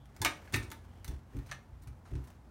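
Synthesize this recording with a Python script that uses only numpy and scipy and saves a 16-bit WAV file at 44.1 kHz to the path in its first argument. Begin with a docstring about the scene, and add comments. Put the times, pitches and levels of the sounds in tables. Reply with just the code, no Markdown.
"""A wooden rocking chair on a concrete porch, a metre or two from one microphone.
In the first second its joints let go in two loud clusters of snaps, ringing briefly off the walls,
while the runners thump over uneven spots and crunch a little grit. Then come softer ticks among
further thumps, the last just after two seconds. Behind it all lie distant outdoor noise and a low hum;
a thin, far-off high tone shows faintly at the start and again around one second."""
import sys
import numpy as np
from scipy import signal
from scipy.fft import rfft, irfft
from scipy.io import wavfile
from scipy.ndimage import uniform_filter1d

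SR = 44100
rng = np.random.default_rng(int(sys.argv[2]) if len(sys.argv) > 2 else 0)


def generate_wav(sig):
    """Save sig (samples, or channels by samples) to the path in sys.argv[1] as 16-bit PCM at SR."""
    pcm = np.round(np.clip(np.atleast_2d(sig).T, -1, 1) * 32767).astype(np.int16)
    wavfile.write(sys.argv[1], SR, pcm)


N = 110250
T = np.arange(N) / SR

# The joints, close by. Each row: start in seconds, joint, body, bite, treble and top in relative dB,
# rise and decay of the chatter in seconds, ring of the board in relative dB.
JOINT_SNAPS = [(.0564, "seat", -75, -73, -76, -76.5, .0002, .0015, -81),
               (.164, "back", -63, -68, -63.5, -67, 0.00022, .0027, -65),
               (0.217, "seat", -63, -51, -39, -43.5, 0.00023, 0.0028, -37),
               (0.2228, "slat", -48.5, -51, -58, -60, 0.0017, 0.0062, -40),
               (0.2479, "back", -47, -33.5, -33, -38.5, 0.00018, 0.0027, -33),
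               (0.2532, "back", -34.5, -36.5, -48, -53, 0.0022, 0.0062, -34),
               (.2595, "back", -41, -32, -41.5, -57, 0.00046, 0.0081, -33.5),
               (.4755, "leg", -80, -62.5, -88, -88, .0002, .0008, -59.5),
               (0.5237, "seat", -58, -65, -57, -57, .00043, 0.008, -59),
               (0.5329, "slat", -45.5, -48, -48, -66, 0.004, 0.0095, -54),
               (.5382, "arm", -56, -38, -40, -48.5, 0.0022, 0.0077, -44),
               (.5415, "arm", -45.5, -31.5, -44, -51, 0.00059, 0.0037, -35.5),
               (.5606, "arm", -43.5, -55, -50, -45.5, 0.00027, 0.0021, -44.5),
               (0.627, "arm", -59, -60, -58, -64, .00022, 0.015, -64),
               (0.703, "seat", -72, -81, -63, -63.5, 0.00016, 0.00096, -58.5),
               (0.7155, "seat", -57, -57, -53, -53.5, .0002, 0.0037, -51.5),
               (.7195, "slat", -52.5, -55, -66, -70, 0.00045, .004, -59),
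               (1.0451, "leg", -61.5, -58, -54.5, -56, 0.00014, 0.0043, -61),
               (1.078, "seat", -60.5, -59.5, -54.5, -57.5, 0.00054, .0051, -59.5),
               (1.3679, "leg", -79, -66.5, -69.5, -68, .00027, 0.0012, -67),
               (1.389, "arm", -91, -67, -73, -72, .0003, 0.0014, -67),
               (1.462, "leg", -67, -66, -66.5, -68, 0.0014, 0.02, -72),
               (1.49, "leg", -60.5, -58, -65.5, -80, 0.0046, 0.012, -63),
               (1.5133, "leg", -61.5, -51.5, -49.5, -68, .0002, .0028, -53),
               (1.5167, "leg", -51, -48, -72, -70, 0.00018, 0.0013, -46),
               (1.519, "leg", -54, -56.5, -65, -76, 0.00016, 0.00058, -49),
               (1.525, "leg", -58.5, -50, -60, -68, 0.00016, 0.00083, -64),
               (1.8194, "back", -81, -78, -71, -71, 0.0034, 0.0071, -85),
               (1.836, "arm", -73, -93, -75, -72, .0005, 0.0013, -72),
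               (1.8728, "back", -65.5, -67.5, -66, -68, 0.0018, 0.0052, -70),
               (2.053, "back", -58.5, -72, -70, -89, 0.00049, 0.02, -72),
               (2.1359, "leg", -69, -71, -77, -81, 0.00017, .002, -74),
               (2.153, "slat", -74, -62, -66, -78, 0.00018, 0.0045, -63),
               (2.239, "arm", -74, -85, -71, -70, 0.0013, 0.012, -76),
               (2.2724, "slat", -63, -70, -67.5, -70.5, 0.0016, 0.008, -65),
               (2.3029, "arm", -64.5, -73, -72.5, -72, .00022, 0.0014, -80)]
# The edges of a snap's body, bite, treble and top bands, in Hz.
SNAP_BAND_EDGES_HZ = [560, 1450, 3900, 9000, 17000]
# The wooden colour of a snap. Each row: frequency in Hz, gain in dB.
SNAP_COLOUR = [(250, -10), (450, 7.5), (700, 5), (1200, 6), (2300, 10.5), (3000, 2.5), (3800, 0.5),
               (5000, -2.5), (6100, 0), (7800, -7.5), (8700, -2), (10800, -6), (12200, -1.5), (14000, -8.5),
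               (15500, -5.5)]
# The board at each joint. Each row: frequency in Hz, relative level in dB, 60 dB decay time in seconds.
BOARD_MODES = {"seat": [(898, 2, 0.12), (1693, -6, 0.3), (2100, -1.5, 0.12), (3480, 3.5, .06),
               (5660, -7, 0.074), (6800, 3, 0.024)], "slat": [(867.5, 0, 0.1), (1017, 2, 0.11)],
               "back": [(1234, 3.5, 0.062), (1576, 2, 0.083), (2195, -4, 0.13), (2360, -3.5, .09),
               (3717, -2, 0.042)], "arm": [(1815, -4, 0.14), (1900, 0, 0.054), (2200, 1.5, 0.023),
               (2620, -11, 0.022), (3510, -6, 0.076)], "leg": [(789, -5, 0.15), (1352, -0.5, 0.031),
               (1704, 11.5, 0.018), (1810, -13, .25), (2134, 2, 0.036), (4330, -3.5, 0.034)]}
# The runners on uneven concrete. Each row: start in seconds, frame sway, seat and slats in relative dB,
# length of the push in seconds.
RUNNER_THUMPS = [(0.202, -50.5, -39, -47.5, 0.0046), (.222, -44.5, -50, -43, 0.0015),
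                 (0.247, -40.5, -52, -41.5, 0.00024), (.533, -39.5, -33, -39, 0.0044),
                 (0.552, -63, -53, -45, 0.0041), (.582, -44, -43, -51, 0.0018),
                 (0.625, -49, -49.5, -51.5, 0.0037), (0.701, -51, -55, -58.5, 0.00051),
                 (1.075, -34.5, -43.5, -54, 0.0035), (1.10, -37.5, -53, -53.5, 0.0054),
                 (1.343, -46, -39.5, -45.5, 0.015), (1.365, -39, -45.5, -52.5, 0.004),
                 (1.495, -51, -50, -69, 0.012), (1.71, -49.5, -55, -88, 0.014),
                 (1.801, -50, -56.5, -75, 0.0053), (1.866, -44, -45, -63, 0.0054),
                 (2.115, -34.5, -40.5, -49, 0.0057), (2.143, -45, -37.5, -47.5, 0.0074),
                 (2.190, -47.5, -49.5, -61, 0.0048)]
# The chair's modes: one for the frame, two for the seat, the rest for the slats.
# Each row: frequency in Hz, relative level in dB, 60 dB decay time in seconds.
CHAIR_MODES = [(62.9, 0, 0.22), (112.9, 4, 0.16), (129.8, 3, 0.258), (194.6, -17, 0.1), (240.7, -6.5, 0.13),
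               (278.2, 1.5, 0.16), (310, -5, 0.26), (356.3, 1, 0.13), (380.2, 0.5, 0.14), (447, -4, 0.13),
               (585, -7.5, 0.097)]
# The crunch at floor level. Each row: time in seconds, level in dB.
GRIT_LEVELS = [(0, -79), (.2, -61), (.36, -60), (.52, -59.5), (.66, -58), (.82, -66), (1.03, -67.5),
               (1.12, -58), (1.25, -73.5), (1.36, -61), (1.55, -67.5), (1.7, -72.5), (1.8, -68.5),
               (1.92, -70), (2.02, -77), (2.08, -61.5), (2.29, -64.5), (2.42, -72)]
# The colour of the crunch. Each row: frequency in Hz, gain in dB.
GRIT_SPECTRUM = [(200, 6), (900, 0), (2000, -5), (4000, -15), (6000, -15.5), (9500, -20), (15500, -23)]
# The ring of the porch walls. Each row: frequency in Hz, 60 dB decay time in seconds.
PORCH_DECAY = [(100, 1), (500, 0.49), (1400, 0.29), (3700, 0.3), (9000, 0.24), (15000, 0.18)]
# Distant noise beyond the porch. Each row: frequency in Hz, gain in dB.
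OUTDOOR_SPECTRUM = [(20, -28.5), (35, 0), (55, -2), (90, 1), (135, -7.5), (180, -6), (280, -12), (480, -20),
                    (850, -18.5), (1500, -27), (2600, -37.5), (4500, -41), (9300, -45), (15500, -49)]
# The faint hum behind the chair. Each row: frequency in Hz, level in dB.
HUM_TONES = [(59.2, -60), (129.2, -69), (231.5, -73.5)]
# The swell of one more low tone. Each row: time in seconds, level in dB.
DRONE_LEVELS = [(0, -69), (.6, -55.5), (.8, -55.5), (1.05, -53), (1.35, -66), (1.65, -64), (1.95, -58.5),
                (2.5, -66)]
# Thin tones far off. Each row: start and length in seconds, centre in Hz, level at the crest in dB.
HIGH_TONES = [(-.06, 0.16, 3300, -76.5), (0.786, 0.45, 3080, -77.5)]


def joint_snaps():
    """A joint lets go with a crack and a few milliseconds of chatter, and sets its own board ringing."""
    crack_db, crack_s = -12, 0.00015
    pitch_scatter = 0.004  # the load on a board shifts its pitch from snap to snap
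    size = SR // 5
    t = T[:size]
    wood = colour(signal.unit_impulse(N), SNAP_COLOUR)[:size]
    edges = SNAP_BAND_EDGES_HZ
    wood_bands = [band(wood, [low, high], "band", order=4) for low, high in zip(edges, edges[1:])]
    out = np.zeros(N)
    for start, joint, *band_dbs, rise_s, decay_s, ring_db in JOINT_SNAPS:
        slip, crack = rng.standard_normal((2, size))
        chatter = unit(slip * (1 - np.exp(-t / rise_s)) * np.exp(-t / decay_s))
        burst = chatter + amp(crack_db) * unit(crack * np.exp(-t / crack_s))
        snap = sum(amp(db) * unit(conv(burst, part)[:size]) for db, part in zip(band_dbs, wood_bands))
        modes = [(hz * (1 + pitch_scatter * rng.standard_normal()), db, t60)
                 for hz, db, t60 in BOARD_MODES[joint]]
        board = band(ring(modes, size), 760, "high")  # keeps the low thud out of the start of the ring
        add(out, start, (snap + amp(ring_db) * unit(board)) * np.sqrt(SR / 110))
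    return out


def runner_thumps():
    """A runner drops over an uneven spot: a soft push and a short rumble shake frame, seat and slats."""
    rumble_db, rumble_rise_s, rumble_decay_s = -5, 0.0036, 0.021
    spread_s = 0.0091  # time a push takes to spread through the frame
    out, size = np.zeros(N), SR // 2
    t = T[:size]
    parts = [ring(modes, size) * (1 - np.exp(-t / spread_s))
             for modes in (CHAIR_MODES[:1], CHAIR_MODES[1:3], CHAIR_MODES[3:])]
    for start, *part_dbs, push_s in RUNNER_THUMPS:
        push = t / push_s * np.exp(-2 * t / push_s)
        rumble = rng.standard_normal(size) * (1 - np.exp(-t / rumble_rise_s))
        rumble = conv(rumble * np.exp(-t / rumble_decay_s), push)
        for part, db in zip(parts, part_dbs):
            knock = unit(conv(push, part)[:size])
            shake = amp(rumble_db) * unit(conv(rumble, part)[:size])
            add(out, start, amp(db) * unit(knock + shake) * np.sqrt(SR / 30))
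    return out


def floor_grit():
    """Fine grains are crushed between the rolling runners and the concrete."""
    grains = noise() * amp(np.minimum(3.1 * rng.exponential(size=N), 18))
    crunch = unit(colour(grains, GRIT_SPECTRUM)) * np.sqrt(N)
    return crunch * amp(over_time(GRIT_LEVELS) + 1.7 * wander(110))


def porch(direct):
    """Floor and door reflect from close by, and the walls add a short tail that dulls as it fades."""
    tail_db, early_db, early_decay_s, onset_s = -7.5, -7.5, 0.014, 0.005
    edges = np.geomspace(60, 18000, 12)
    tail = sum(band(noise(), [low, high], "band") * fade(over_pitch(np.sqrt(low * high), PORCH_DECAY))
               for low, high in zip(edges, edges[1:]))
    onset = np.clip(2 * T / onset_s - 1, 0, 1)
    early = noise() * (rng.random(N) < .04) * np.exp(-T / early_decay_s)
    reflections = amp(tail_db) * unit(tail * onset) + amp(early_db) * unit(early * onset)
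    return direct + conv(direct, reflections)


def outdoor_air():
    """Low, nearly steady noise reaches the porch from a distance."""
    return unit(colour(noise(), OUTDOOR_SPECTRUM)) * np.sqrt(N) * amp(-57.5 + .5 * wander(6.27))


def low_hum():
    """Behind the chair a faint hum wavers, and one more low tone swells and sinks."""
    def tone(hz):
        wavering_hz = hz * (1 + 0.0116 * wander(6.9))
        return np.sqrt(2) * np.sin(2 * np.pi * np.cumsum(wavering_hz) / SR)
    hum = sum(amp(db + 3.1 * wander(7.67)) * tone(hz) for hz, db in HUM_TONES)
    return hum + amp(over_time(DRONE_LEVELS)) * tone(hz=87.5)


def far_high_tones():
    """A thin high tone, a narrow band of noise, comes and goes far away."""
    width_hz = 470
    out = np.zeros(N)
    for start, length, hz, db in HIGH_TONES:
        tone = unit(band(noise(), [hz - width_hz / 2, hz + width_hz / 2], "band", order=2)) * np.sqrt(N)
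        swell = np.sin(np.pi * np.clip((T - start) / length, 0, 1))
        out += amp(db) * tone * swell
    return out


def amp(db):
    return 10 ** (np.asarray(db) / 20)


def unit(x):
    """Scale to an energy of one."""
    return x / np.sqrt(np.sum(x ** 2) + 1e-30)


def noise():
    return rng.standard_normal(N)


def fade(t60):
    return np.exp(-np.log(1000) * T / t60)


def conv(x, response):
    return signal.fftconvolve(x, response)[:N]


def band(x, hz, kind, order=3):
    return signal.sosfilt(signal.butter(order, hz, kind, fs=SR, output="sos"), x)


def over_time(points):
    return np.interp(T, *np.array(points).T)


def over_pitch(hz, points):
    point_hz, values = np.array(points, float).T
    return np.interp(np.log(np.maximum(hz, 1)), np.log(point_hz), values)


def colour(x, points):
    """Causal filter through (Hz, dB) points."""
    gain = amp(over_pitch(np.arange(N // 2 + 1) * SR / N, points))
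    cepstrum = irfft(np.log(gain), N)
    cepstrum[1:N // 2] *= 2
    cepstrum[N // 2 + 1:] = 0
    return conv(x, irfft(np.exp(rfft(cepstrum)), N)[:N // 10])


def wander(rate_hz):
    """Smooth random drift with a spread of one."""
    hold = int(SR / rate_hz)
    steps = np.repeat(rng.standard_normal(N // hold + 1), hold)
    drift = uniform_filter1d(uniform_filter1d(steps, hold), hold)[:N]
    return drift / drift.std()


def ring(modes, size):
    """Decaying sines of a struck part."""
    return sum(amp(db) * np.sin(2 * np.pi * hz * T[:size]) * fade(t60)[:size] for hz, db, t60 in modes)


def add(out, start_s, x):
    i = int(start_s * SR)
    out[i:i + len(x)] += x[:N - i]


def scene():
    """The chair close up and the outdoors behind it, in mono; only the snaps ring off the porch."""
    chair = porch(joint_snaps()) + runner_thumps() + floor_grit()
    return (chair + outdoor_air() + low_hum() + far_high_tones())[None]


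def record(dry):
    """The microphone drops the deepest bass and cuts the top."""
    low_cut_hz, high_cut_hz = 37.7, 15800
    high_cut = signal.ellip(10, .2, 80, high_cut_hz, fs=SR, output="sos")
    return signal.sosfilt(high_cut, band(dry, low_cut_hz, "high", order=4))


dry = scene()
out = record(dry)
generate_wav(out)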